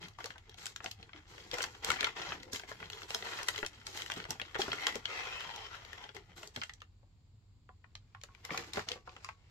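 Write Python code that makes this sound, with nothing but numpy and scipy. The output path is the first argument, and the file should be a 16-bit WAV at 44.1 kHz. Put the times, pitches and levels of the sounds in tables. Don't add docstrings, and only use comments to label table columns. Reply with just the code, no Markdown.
import sys
import numpy as np
from scipy import signal
from scipy.fft import rfft, irfft
from scipy.io import wavfile
from scipy.ndimage import uniform_filter1d, map_coordinates

SR = 44100
rng = np.random.default_rng(int(sys.argv[2]) if len(sys.argv) > 2 else 0)


def master(y):
    cut = np.clip(np.atleast_2d(y).T, -1, 1)
    pcm = np.round(cut * 32767)
    wavfile.write(sys.argv[1], SR, pcm.astype(np.int16))


N = 418950

# freq_hz, gain_db
ROOM_TONE_EQ = [(15, -27), (36, -1.5), (65, -3.5), (100, 3.5), (150, -13), (300, -23.5), (600, -34.5),
                (1000, -32.5), (1700, -42.5), (4700, -35.5), (5900, -50), (7300, -35), (8900, -59),
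                (16000, -55)]
# freq_hz, t60_s
ROOM_DECAY = [(150, 0.12), (1400, 0.12), (12000, 0.11)]
# time_s, left_lead_samples, left_over_right_db
PAN_PATH = [(0, 6.5, 4), (4, 6, 3.5), (5.2, 6.5, 4.5), (6.2, 6, 5), (6.6, -8, 2.5), (8.2, -1.5, 2.5),
            (8.8, 6.5, 2.5)]
# freq_hz, left_over_right_db
PAN_BY_BAND = [(100, -1.5), (500, -3.5), (1000, -2), (2000, 0), (4000, -2), (8000, -4.5), (12000, -9.5)]
# time_s, treble_db
FACING_TREBLE = [(1.6, -2.5), (2.2, -2), (3.1, 1), (4.1, -0.5), (5.2, -1), (6.4, 1), (6.62, -8), (6.74, -3),
                 (7.0, -25.5), (8.4, 3.5), (9.2, -8)]

# start_s, length_s, scrape_db, box_db, crinkle_db
SHORT_TUGS = [(0.0, 0.059, -51, -54.5, -59.5), (0.18, 0.13, -52, -64, -62), (0.44, 0.072, -62.5, -65, -82),
              (0.568, 0.13, -54.5, -65, -54.5), (0.82, 0.062, -53.5, -57, -55.5),
              (0.977, 0.063, -64, -59.5, -73), (1.132, 0.06, -57.5, -59, -72),
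              (1.274, 0.51, -57, -62.5, -62), (1.514, 0.069, -42.5, -64, -51),
              (1.578, 0.069, -43.5, -49, -49), (1.819, 0.27, -40, -53, -56),
              (1.859, 0.072, -44, -52, -44.5), (2.15, 0.19, -40, -53, -56.5),
              (2.365, 0.14, -88, -56.5, -83), (2.516, 0.043, -45.5, -54.5, -42.5),
              (2.671, 0.04, -46.5, -65, -54), (2.781, 0.083, -50.5, -55.5, -64),
              (2.91, 0.13, -51.5, -59, -57.5), (3.077, 0.14, -46, -64, -51.5),
              (3.234, 0.19, -40, -57.5, -51.5), (3.453, 0.16, -47, -64, -51.5), (3.85, 0.12, -52, -59, -54),
              (3.94, 0.083, -44, -58, -48.5), (4.048, 0.16, -52.5, -64, -57), (4.153, 0.033, -42, -46, -61),
              (4.283, 0.032, -44.5, -45.5, -54), (4.572, 0.4, -43.5, -57, -54.5),
              (4.581, 0.027, -36, -47, -40), (4.809, 0.09, -39, -57.5, -52.5),
              (6.141, 0.021, -46.5, -49, -60), (6.285, 0.024, -55.5, -55.5, -88),
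              (6.354, 0.1, -52.5, -60.5, -57), (6.534, 0.12, -57.5, -73, -59),
              (8.429, 0.053, -50.5, -73, -64), (8.499, 0.11, -41.5, -48.5, -54),
              (8.625, 0.06, -55, -61, -62), (8.731, 0.066, -41.5, -52.5, -50),
              (8.864, 0.073, -46.5, -49.5, -56), (9.049, 0.18, -61.5, -67, -70.5),
              (9.22, 0.08, -58, -88, -63)]
# time_s, scrape_db
LONG_PULL = [(5.04, -60), (5.09, -42.5), (5.18, -40), (5.42, -43.5), (5.66, -47.5), (5.70, -51),
             (5.75, -45.5), (5.81, -54), (6.04, -50), (6.12, -63)]
# time_s, level_db
FINGER_RUSTLE = [(0, -68.5), (1.25, -67.5), (1.7, -62), (3.75, -60), (4.5, -57.5), (6.7, -71),
                 (6.95, -83.5), (7.6, -86.5), (8.2, -74.5), (8.7, -55.5), (9.05, -82), (9.5, -69)]
# freq_hz, gain_db
SCRAPE_EQ = [(60, -33), (150, -12), (250, -19), (430, 0.5), (600, -4), (820, 1), (1150, 1), (1600, 0),
             (2100, 4), (3200, -1.5), (4300, -4.5), (5500, -6.5), (7300, -18), (9000, -48)]
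# time_s, pitch_hz
SCRAPE_PITCH = [(1.95, 2280), (2.25, 1530), (2.95, 2980), (3.3, 1590), (4.0, 2080), (4.6, 3440),
                (4.8, 2070), (5.13, 2100), (5.25, 2470), (5.40, 2950), (5.48, 930), (5.62, 880),
                (5.75, 1620), (6.0, 2195), (8.5, 1030), (8.9, 1350)]
# freq_hz, gain_db
BOX_HUM_EQ = [(60, -28.5), (160, -2), (240, -8.5), (310, -3), (430, -1), (600, -18), (800, -3),
              (1600, -70.5)]
# freq_hz, gain_db
CRINKLE_EQ = [(2000, -56), (3800, 5), (4800, 5), (5700, 3), (7500, 1), (8400, -8), (9500, -15),
              (11800, -7.5), (14000, -18), (16000, -28)]
# centre_hz, width_hz, gain_db
COLOUR_BANDS = [(870, 450, 1), (1267, 34, -1.5), (1397, 99, 4.5), (2003, 84, 2.5), (2320, 70, -8),
                (2470, 85, -1.5), (3220, 220, 6.5), (4880, 460, -2.5)]

# start_s, panel_db, pitch_hz, thud_db, crack_db
SNAP_CUES = [(0.028, -48.5, 2200, -68, -66), (0.084, -54, 2300, -74, -57.5),
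             (0.381, -54.5, 2600, -76, -63.5), (0.495, -56, 4400, -79, -59), (1.093, -55.5, 1840, -76, -87),
             (1.161, -54, 2500, -70, -74), (0.1868, -45.5, 1150, -73, -62), (0.2036, -45, 1210, -59, -60),
             (0.2424, -43.5, 2540, -44, -47), (0.258, -46, 1350, -51.5, -43.5),
             (0.305, -45, 2230, -75, -62), (0.3575, -53.5, 1400, -60, -79), (0.543, -55.5, 3120, -63, -63),
             (0.5847, -56, 3020, -74, -57), (0.657, -43.5, 2750, -57, -42.5),
             (0.8043, -47, 1610, -57.5, -78), (1.0284, -51.5, 3130, -85, -64),
             (0.666, -44.5, 2280, -79, -41.5), (0.761, -43.5, 2200, -77, -45.5),
             (0.8433, -47, 1340, -45.5, -45.5), (0.8606, -38, 2580, -44.5, -51),
             (0.9129, -45, 3460, -76, -47), (1.133, -49, 2060, -77, -83), (1.3803, -50.5, 2010, -57, -65),
             (1.5137, -41, 3540, -75, -51), (1.533, -41.5, 2240, -38, -53), (1.5407, -39, 1890, -47, -42),
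             (1.584, -38.5, 1620, -45, -43.5), (1.6054, -35.5, 1860, -47, -59),
             (1.6394, -35.5, 1900, -66, -39), (1.6206, -47, 1940, -53, -39.5),
             (1.628, -44, 2580, -62, -37.5), (1.75, -53, 1963, -78, -65), (1.846, -38.5, 3270, -48, -36),
             (1.9028, -25.5, 2250, -42, -36), (1.8876, -37.5, 1670, -41.5, -50.5),
             (1.916, -32.5, 1610, -62, -41.5), (2.0081, -32.5, 2470, -49.5, -39),
             (2.0295, -34, 1790, -41.5, -49), (2.044, -27.5, 2650, -67, -41.5),
             (2.0695, -33.5, 1540, -49, -48), (2.3205, -36.5, 1490, -49, -71),
             (2.4316, -50.5, 2630, -66.5, -54), (2.5323, -47, 3720, -50, -39),
             (2.467, -77, 1000, -57.5, -85), (2.56, -42.5, 3520, -75, -48), (2.715, -43, 1160, -47, -72),
             (2.828, -43, 1650, -68, -77), (2.9005, -44.5, 2610, -56, -53), (2.596, -45.5, 2635, -56, -53),
             (2.635, -49, 1840, -51.5, -78), (2.803, -50, 1740, -74, -68), (3.019, -46, 1950, -67, -61),
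             (3.032, -48.5, 3650, -53.5, -66), (3.224, -41.5, 2300, -47, -70),
             (3.431, -48, 3620, -51.5, -44.5), (3.588, -42, 3090, -46, -53), (3.648, -42.5, 2620, -64, -57),
             (4.113, -46, 2170, -61, -52), (4.138, -46, 2330, -55, -53), (4.176, -57, 1970, -57, -55),
             (4.241, -46.5, 2780, -70, -67.5), (4.252, -45.5, 1630, -49.5, -60),
             (4.546, -41, 2150, -58, -59), (2.931, -43, 2950, -73, -69), (3.105, -40, 2860, -47.5, -47.5),
             (3.1463, -36.5, 2170, -40.5, -33.5), (3.388, -39.5, 1730, -62.5, -56.5),
             (3.4852, -29, 2360, -46, -32.5), (3.56, -39.5, 3030, -63, -55), (3.579, -39, 2560, -53, -48),
             (3.629, -35, 1700, -38, -65), (3.663, -40, 3140, -69, -41), (3.8672, -44, 2480, -78, -42),
             (3.973, -43.5, 2000, -65, -45.5), (4.0198, -40.5, 2800, -71, -49),
             (4.062, -44.5, 2300, -64, -54), (4.1, -37, 1800, -68, -51),
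             (4.1185, -36.5, 2270, -51.5, -45.5), (4.201, -43, 2440, -74, -77),
             (4.3057, -44, 2510, -48.5, -35), (4.398, -38, 1860, -57, -56), (4.4157, -37.5, 2460, -48, -55),
             (4.5532, -36.5, 1875, -39.5, -57), (4.6174, -31, 3490, -60, -48), (4.68, -41, 1080, -41, -55),
             (4.7173, -33.5, 2570, -46, -58), (4.56, -38, 1500, -46.5, -63), (4.593, -47, 950, -31, -57.5),
             (4.881, -39.5, 1200, -54.5, -48), (4.73, -35, 1635, -43.5, -51),
             (4.8678, -27.5, 2350, -47, -34.5), (4.9554, -42, 2130, -37.5, -43),
             (5.055, -32.5, 3300, -74, -52), (5.406, -42.5, 2200, -61, -55), (5.561, -54, 3000, -67, -49),
             (5.9307, -44, 2010, -57, -56), (6.091, -48, 2480, -57.5, -74), (5.85, -52.5, 3200, -59, -64),
             (6.04, -48, 2820, -56.5, -78), (6.148, -59, 1510, -66, -56.5),
             (6.474, -67, 4000, -59.5, -50.5), (6.166, -48.5, 1550, -52, -56),
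             (6.431, -48.5, 1970, -53, -57), (6.5617, -40, 2900, -50, -46), (6.573, -48, 1000, -50, -72),
             (6.6201, -40, 1450, -72, -68), (6.635, -39.5, 2420, -70, -47), (6.616, -40, 3000, -68, -58),
             (6.736, -60, 2500, -83, -53.5), (6.804, -63, 3060, -82, -70), (7.03, -79, 997, -66.5, -95),
             (8.287, -60, 1000, -85, -85), (8.957, -55.5, 800, -50, -74), (9.093, -54, 2900, -71, -74),
             (6.695, -44.5, 2050, -86, -56), (6.8186, -48.5, 2010, -68, -60),
             (7.691, -55.5, 1080, -60.5, -94.5), (7.842, -56, 1480, -93, -95), (7.953, -47, 3120, -70, -53),
             (8.1483, -49.5, 1460, -86, -73), (8.2363, -50, 2200, -57.5, -49.5),
             (8.214, -57, 3070, -80, -63), (8.349, -55, 2380, -84, -71), (8.4505, -45.5, 2170, -69, -46.5),
             (8.493, -46, 1070, -57, -74), (8.5056, -38, 1800, -53, -74), (8.5443, -40, 1090, -69, -55),
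             (8.5752, -36.5, 2070, -49, -39.5), (8.734, -43, 3290, -77, -43.5),
             (8.772, -37.5, 1640, -33.5, -55), (8.781, -46, 1210, -41, -66),
             (8.7929, -38.5, 1580, -60, -52), (8.8872, -37.5, 3360, -67, -41.5),
             (8.917, -36.5, 3070, -69, -45), (9.075, -48.5, 1100, -55, -75), (9.1647, -50, 1680, -58, -65),
             (9.2455, -45.5, 1740, -80, -47.5), (9.289, -41.5, 1510, -82, -60)]
# freq_hz, gain_db
KNOCK_EQ = [(130, -10), (290, -5), (440, -1), (720, -0.5), (950, -1), (1700, -47)]
# time_s, pitch_hz
WALL_PITCH = [(0.24, 413), (0.27, 790), (0.85, 735), (1.53, 517), (2.03, 407), (2.47, 317), (2.72, 430),
              (3.63, 417), (4.3, 750), (4.56, 415), (4.68, 397), (4.95, 452), (6.57, 406), (7.69, 718),
              (8.77, 418), (8.96, 536)]
# freq_hz, gain_db
CRACK_EQ = [(2000, -50), (3800, 5.5), (5700, 6.5), (7400, 3), (8500, -4.5), (9300, -9.5), (11000, -7.5),
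            (13000, -9.5), (16000, -23)]
# start_s, level_db
BUMP_CUES = [(1.534, -65), (1.889, -45), (2.533, -47), (4.557, -62), (4.681, -46.5), (6.571, -43.5),
             (8.512, -43.5), (8.778, -43.5)]
# freq_hz, gain_db
BUMP_EQ = [(20, -38), (45, -9.5), (85, 5), (220, -0.5), (330, -7.5), (700, -53.5)]
# start_s, length_s, first_hz, last_hz, level_db
SQUEAL_CUES = [(1.98, 0.09, 2305, 2270, -42), (4.765, 0.18, 2110, 2000, -47),
               (5.066, 0.18, 2170, 1980, -48.5), (5.082, 0.079, 479, 410, -56.5),
               (5.1, 0.2, 2696, 2490, -48), (5.268, 0.18, 2500, 2660, -51), (5.31, 0.12, 3000, 3130, -51.5),
               (5.434, 0.26, 3234, 3140, -54), (5.44, 0.2, 930, 860, -54.5),
               (5.698, 0.067, 1296, 1520, -52), (5.973, 0.1, 1015, 840, -58)]
# pitch_hz, gain_db, t60_s
EMPTY_BOX_MODES = [(507, 8, 0.12), (737, 9, 0.14), (773, -5, 0.094), (1032, 10, 0.1), (1100, 8, 0.21),
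                   (1340, -8, 0.09), (1725, -17, 0.073)]

TRAY_FREE_S = 6.9
PANEL_HZ, PANEL_T60_MS = 2203, 21
HIT_SAMPLES = 4096
HIT_FREQS = np.fft.rfftfreq(HIT_SAMPLES, 1 / SR)


def amp(db):
    return 10 ** (np.asarray(db) / 20)


def unit_rms(x):
    return x / np.sqrt(np.mean(x ** 2) + 1e-30)


def curve_at(points, hz):
    freqs, values = np.transpose(points)
    return np.interp(np.log(hz + 1), np.log(np.sort(freqs) + 1), values)


def follow(rows, t):
    times, *columns = np.transpose(rows)
    return [np.interp(t, times, column) for column in columns]


def add(mix, start, sound):
    part = mix[:, max(round(start * SR), 0):][:, :sound.shape[1]]
    part += sound[:, :part.shape[1]]


def blend(shared, other, likeness):
    return likeness * shared + np.sqrt(1 - likeness ** 2) * other


def body_response(db):
    log_gain = np.log(amp(np.maximum(db, db.max() - 80)))
    mirrored = np.concatenate([log_gain, log_gain[-2:0:-1]])
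    return np.exp(np.conj(signal.hilbert(mirrored)))[:len(db)]


def ripple(hz, spots, bands=64):
    band = np.log1p(hz / 700) / np.log1p(SR / 2 / 700) * (bands - 1)
    grid = np.meshgrid(band, np.arange(spots), indexing="ij")
    return unit_rms(map_coordinates(rng.standard_normal((bands, spots)), grid, order=1, mode="nearest"))


def pan(shared, other, hz, t, likeness, bass_hz=650, beam_hz=9500):
    lead, side_db = follow(PAN_PATH, t)
    alike = 1 - (1 - likeness) * hz ** 2 / (hz ** 2 + bass_hz ** 2)
    side = amp((side_db + curve_at(PAN_BY_BAND, hz)) / 2)
    sample_delay = -2j * np.pi * hz / SR
    left = shared * side * np.exp(sample_delay * np.maximum(-lead, 0))
    right = blend(shared, other, alike) / side * np.exp(sample_delay * np.maximum(lead, 0))
    top_octave = 1 / (1 + (beam_hz / (hz + 1)) ** 10)
    return np.array([left, right]) * amp(follow(FACING_TREBLE, t)[0] * top_octave)


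def room_tone(level_db=-61.5, bass_hz=600):
    hz = np.fft.rfftfreq(N, 1 / SR)
    left, other = rfft(rng.standard_normal((2, N))) * amp(curve_at(ROOM_TONE_EQ, hz))
    right = blend(left, other, 0.98 / (1 + (hz / bass_hz) ** 2))
    return amp(level_db) * unit_rms(irfft([left, right], N))


def reflections(predelay_s=0.006, echoes_per_s=3000, bass_hz=450):
    taps = rng.standard_normal((2, SR // 2)) * (rng.random((2, SR // 2)) < echoes_per_s / SR)
    taps[:, :int(predelay_s * SR)] = 0
    hz, t, bands = signal.stft(taps, SR, nperseg=256)
    likeness = 1 / (1 + (hz[:, None] / bass_hz) ** 2)
    bands[1] = blend(*bands, likeness)
    tail = signal.istft(bands * amp(-60 * t / curve_at(ROOM_DECAY, hz)[:, None]), SR)[1]
    return tail / np.linalg.norm(tail, axis=1, keepdims=True)


def room_echo(x, wet_db=-10, swaps_per_s=1.606):
    angle = np.pi * swaps_per_s * np.arange(N) / SR
    sends = x * np.cos(angle), x * np.sin(angle)
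    return amp(wet_db) * sum(signal.fftconvolve(send, reflections(), axes=1)[:, :N] for send in sends)


def rub_levels(attack_s=0.02, sag_db=2.5, release_db_per_s=279):
    t = np.arange(0, N, 64) / SR
    pull = amp(follow(LONG_PULL, t)[0]) * (t > LONG_PULL[0][0]) * (t < LONG_PULL[-1][0])
    grip = amp(follow(FINGER_RUSTLE, t)[0])
    power = np.outer(pull, amp([0, -21.5, -16.5])) ** 2
    power += np.outer(grip, amp([0, -9, -10.5])) ** 2
    for start, length, *levels_db in SHORT_TUGS:
        age = t - start
        fall_db = sag_db * np.clip(age / length, 0, 1) + release_db_per_s * np.maximum(age - length, 0)
        envelope = np.clip(age / attack_s, 0, 1) * amp(-fall_db)
        power += np.outer(envelope, amp(levels_db)) ** 2
    return np.column_stack([t, 10 * np.log10(power)])


def colour_eq(hz, t):
    bend = (follow(SCRAPE_PITCH, t)[0] / PANEL_HZ) ** 0.053
    bells = (db / (1 + (2 * (hz / bend - centre) / width) ** 2) for centre, width, db in COLOUR_BANDS)
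    return (t < TRAY_FREE_S) * sum(bells)


def friction(eq, level_db, slips_per_s, slip_s, spread_db, smooth, likeness,
             drift_db=2.2, sing_db=0, low_shelf_db=0):
    slips = amp(spread_db * np.minimum(rng.exponential(1, N), 4)) * (rng.random(N) < slips_per_s / SR)
    power = signal.lfilter([1], [1, -np.exp(-1 / (slip_s * SR))], slips ** 2)
    grain = rng.standard_normal((2, N)) * np.sqrt(power / power.mean() + smooth)
    hz, t, bands = signal.stft(grain, SR, nperseg=1024)
    drift = unit_rms(uniform_filter1d(ripple(hz, spots=len(t), bands=130), size=10, axis=1))
    octaves = np.log2((hz[:, None] + 1) / follow(SCRAPE_PITCH, t)[0])
    pitch_eq = sing_db * np.exp(-(octaves / 0.27) ** 2) + low_shelf_db * np.clip(-octaves, 0, 1)
    moving_eq = 0.99 * colour_eq(hz[:, None], t) + drift_db * drift + pitch_eq
    bands = bands * body_response(curve_at(eq, hz))[:, None] * amp(moving_eq)
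    sound = signal.istft(pan(*bands, hz[:, None], t, likeness), SR)[1][:, :N]
    slow_rms = np.sqrt(uniform_filter1d((sound ** 2).mean(0), size=4000))
    return sound / slow_rms * amp(level_db)


def sliding():
    scrape_db, box_db, crinkle_db = follow(rub_levels(), np.arange(N) / SR)
    scrape = friction(SCRAPE_EQ, scrape_db - 2.5, slips_per_s=300, slip_s=0.0022, spread_db=2.4,
                      smooth=0.5, likeness=0.11, sing_db=1.85, low_shelf_db=1.5)
    hum = friction(BOX_HUM_EQ, box_db, slips_per_s=53, slip_s=0.0049, spread_db=1.5,
                   smooth=0.27, likeness=0.36, drift_db=7)
    crinkle = friction(CRINKLE_EQ, crinkle_db - 0.5, slips_per_s=750, slip_s=0.0018, spread_db=2.5,
                       smooth=0.43, likeness=0.12)
    return scrape + hum + crinkle


def hit(start, eq_db, level_db, t60_ms, tick, likeness, ragged_db=2, ripple_db=3):
    t = np.arange(HIT_SAMPLES) / SR
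    chatter = unit_rms(uniform_filter1d(rng.standard_normal(HIT_SAMPLES), size=50))
    waves = rng.standard_normal((2, HIT_SAMPLES)) * amp(ragged_db * chatter)
    waves *= amp(-60 * t / (t60_ms / 1000))
    waves /= np.linalg.norm(waves, axis=1, keepdims=True)
    waves[0, 0] += tick * rng.choice([-1, 1])
    spectra = rfft(waves) * body_response(eq_db + ripple_db * ripple(HIT_FREQS, spots=1)[:, 0])
    fade = np.cos(np.pi / 2 * t / t[-1])
    sound = irfft(pan(*spectra, HIT_FREQS, start, likeness)) * fade
    return amp(level_db) * unit_rms(sound) * np.sqrt(0.01 * SR / HIT_SAMPLES)


def panel_eq(pitch_hz, start, low_hz=560, high_hz=5500):
    away = np.log2((HIT_FREQS + 1) / (0.96 * pitch_hz)) / 0.98
    radiated_db = -10 * np.log10(1 + (low_hz / (HIT_FREQS + 1)) ** 6 + (HIT_FREQS / high_hz) ** 10)
    skirt_db = -13 * np.log10(1 + away ** 2 + away ** 4 + 1.7 * np.maximum(away, 0) ** 6)
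    return radiated_db + colour_eq(HIT_FREQS, start) + skirt_db


def wall_eq(start, note_db=11, width_octaves=0.2):
    away = np.log2((HIT_FREQS + 1) / follow(WALL_PITCH, start)[0]) / width_octaves
    return curve_at(KNOCK_EQ, HIT_FREQS) + note_db * np.exp(-away ** 2)


def snaps():
    out = np.zeros((2, N))
    for start, panel_db, pitch_hz, thud_db, crack_db in SNAP_CUES:
        t60_ms = PANEL_T60_MS * np.sqrt(PANEL_HZ / pitch_hz)
        crack_eq = curve_at(CRACK_EQ, HIT_FREQS) + colour_eq(HIT_FREQS, start)
        panel = hit(start, panel_eq(pitch_hz, start), panel_db, t60_ms, tick=0.5, likeness=0.18)
        thud = hit(start, wall_eq(start), thud_db, t60_ms=54, tick=0.42, likeness=0.073, ripple_db=3.5)
        crack = hit(start, crack_eq, crack_db, t60_ms=18, tick=0.3, likeness=0.17)
        add(out, start, panel + thud + crack)
        if start > TRAY_FREE_S:
            add(out, start, empty_box_ring(panel_db, pitch_hz))
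    return out


def crackle(per_s=28, until_s=4.9, spread_db=1.5, centre_hz=2700):
    out, rub = np.zeros((2, N)), rub_levels()
    for when, softness, octaves in rng.uniform(-1, 1, (int(per_s * until_s), 3)):
        start = abs(when) * until_s
        scrape_db, _, crinkle_db = follow(rub, start)
        level_db = min(max(scrape_db, crinkle_db) - 0.5, -45) - spread_db * softness
        eq_db = panel_eq(centre_hz * 2 ** octaves, start)
        add(out, start, hit(start, eq_db, level_db, t60_ms=35, tick=0.41, likeness=0.58))
    return out


def box_bumps():
    out, eq_db = np.zeros((2, N)), curve_at(BUMP_EQ, HIT_FREQS)
    for start, level_db in BUMP_CUES:
        add(out, start, hit(start, eq_db, level_db, t60_ms=140, tick=0.85, likeness=0.84))
    return out


def edge_squeals(width_hz=150, waver=0.009, rough_db=2.5, fade_s=0.014):
    out, t = np.zeros((2, N)), np.arange(SR // 2) / SR
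    for start, length, first_hz, last_hz, level_db in SQUEAL_CUES:
        drift = unit_rms(uniform_filter1d(rng.standard_normal(len(t)), size=1200))
        grip = unit_rms(uniform_filter1d(rng.standard_normal(len(t)), size=200))
        hz = np.interp(t, [0, length], [first_hz, last_hz]) * (1 + waver * drift)
        slips = rng.standard_normal((2, len(t))) + 1j * rng.standard_normal((2, len(t)))
        rasp = signal.lfilter(*signal.butter(2, width_hz / 2, fs=SR), slips * amp(rough_db * grip))
        ring = rasp * np.exp(2j * np.pi * np.cumsum(hz) / SR)
        swell = np.clip(np.minimum(t, length - t) / fade_s, 0, 1)
        add(out, start, amp(level_db) * swell * unit_rms(pan(*ring, hz, start, likeness=0.5).real))
    return out


def empty_box_ring(tap_db, tap_hz, reach_octaves=0.75, detune=0.061, attack_s=0.001):
    t = np.arange(SR // 4) / SR
    out = np.zeros((2, len(t)))
    for mode_hz, mode_db, t60_s in EMPTY_BOX_MODES:
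        spot, right_phase, grip = rng.uniform(-0.83, 1, 3)
        coupling = np.exp(-(np.log2(mode_hz / tap_hz) / reach_octaves) ** 2)
        onset_db = tap_db - 15 + mode_db - 10 * spot
        wave = np.sin(2 * np.pi * mode_hz * (1 + detune * grip) * t + np.array([[0], [right_phase]]))
        out += coupling * amp(onset_db - 60 * t / t60_s) * wave
    return out * np.minimum(t / attack_s, 1)


def scene():
    packaging = snaps() + box_bumps() + crackle() + sliding() + edge_squeals()
    return packaging + room_echo(packaging) + room_tone()


def record(dry):
    high_cut = signal.firwin(511, 16000, window=("kaiser", 9), fs=SR)
    return signal.oaconvolve(dry, high_cut[None], "same")


dry = scene()
out = record(dry)
master(out)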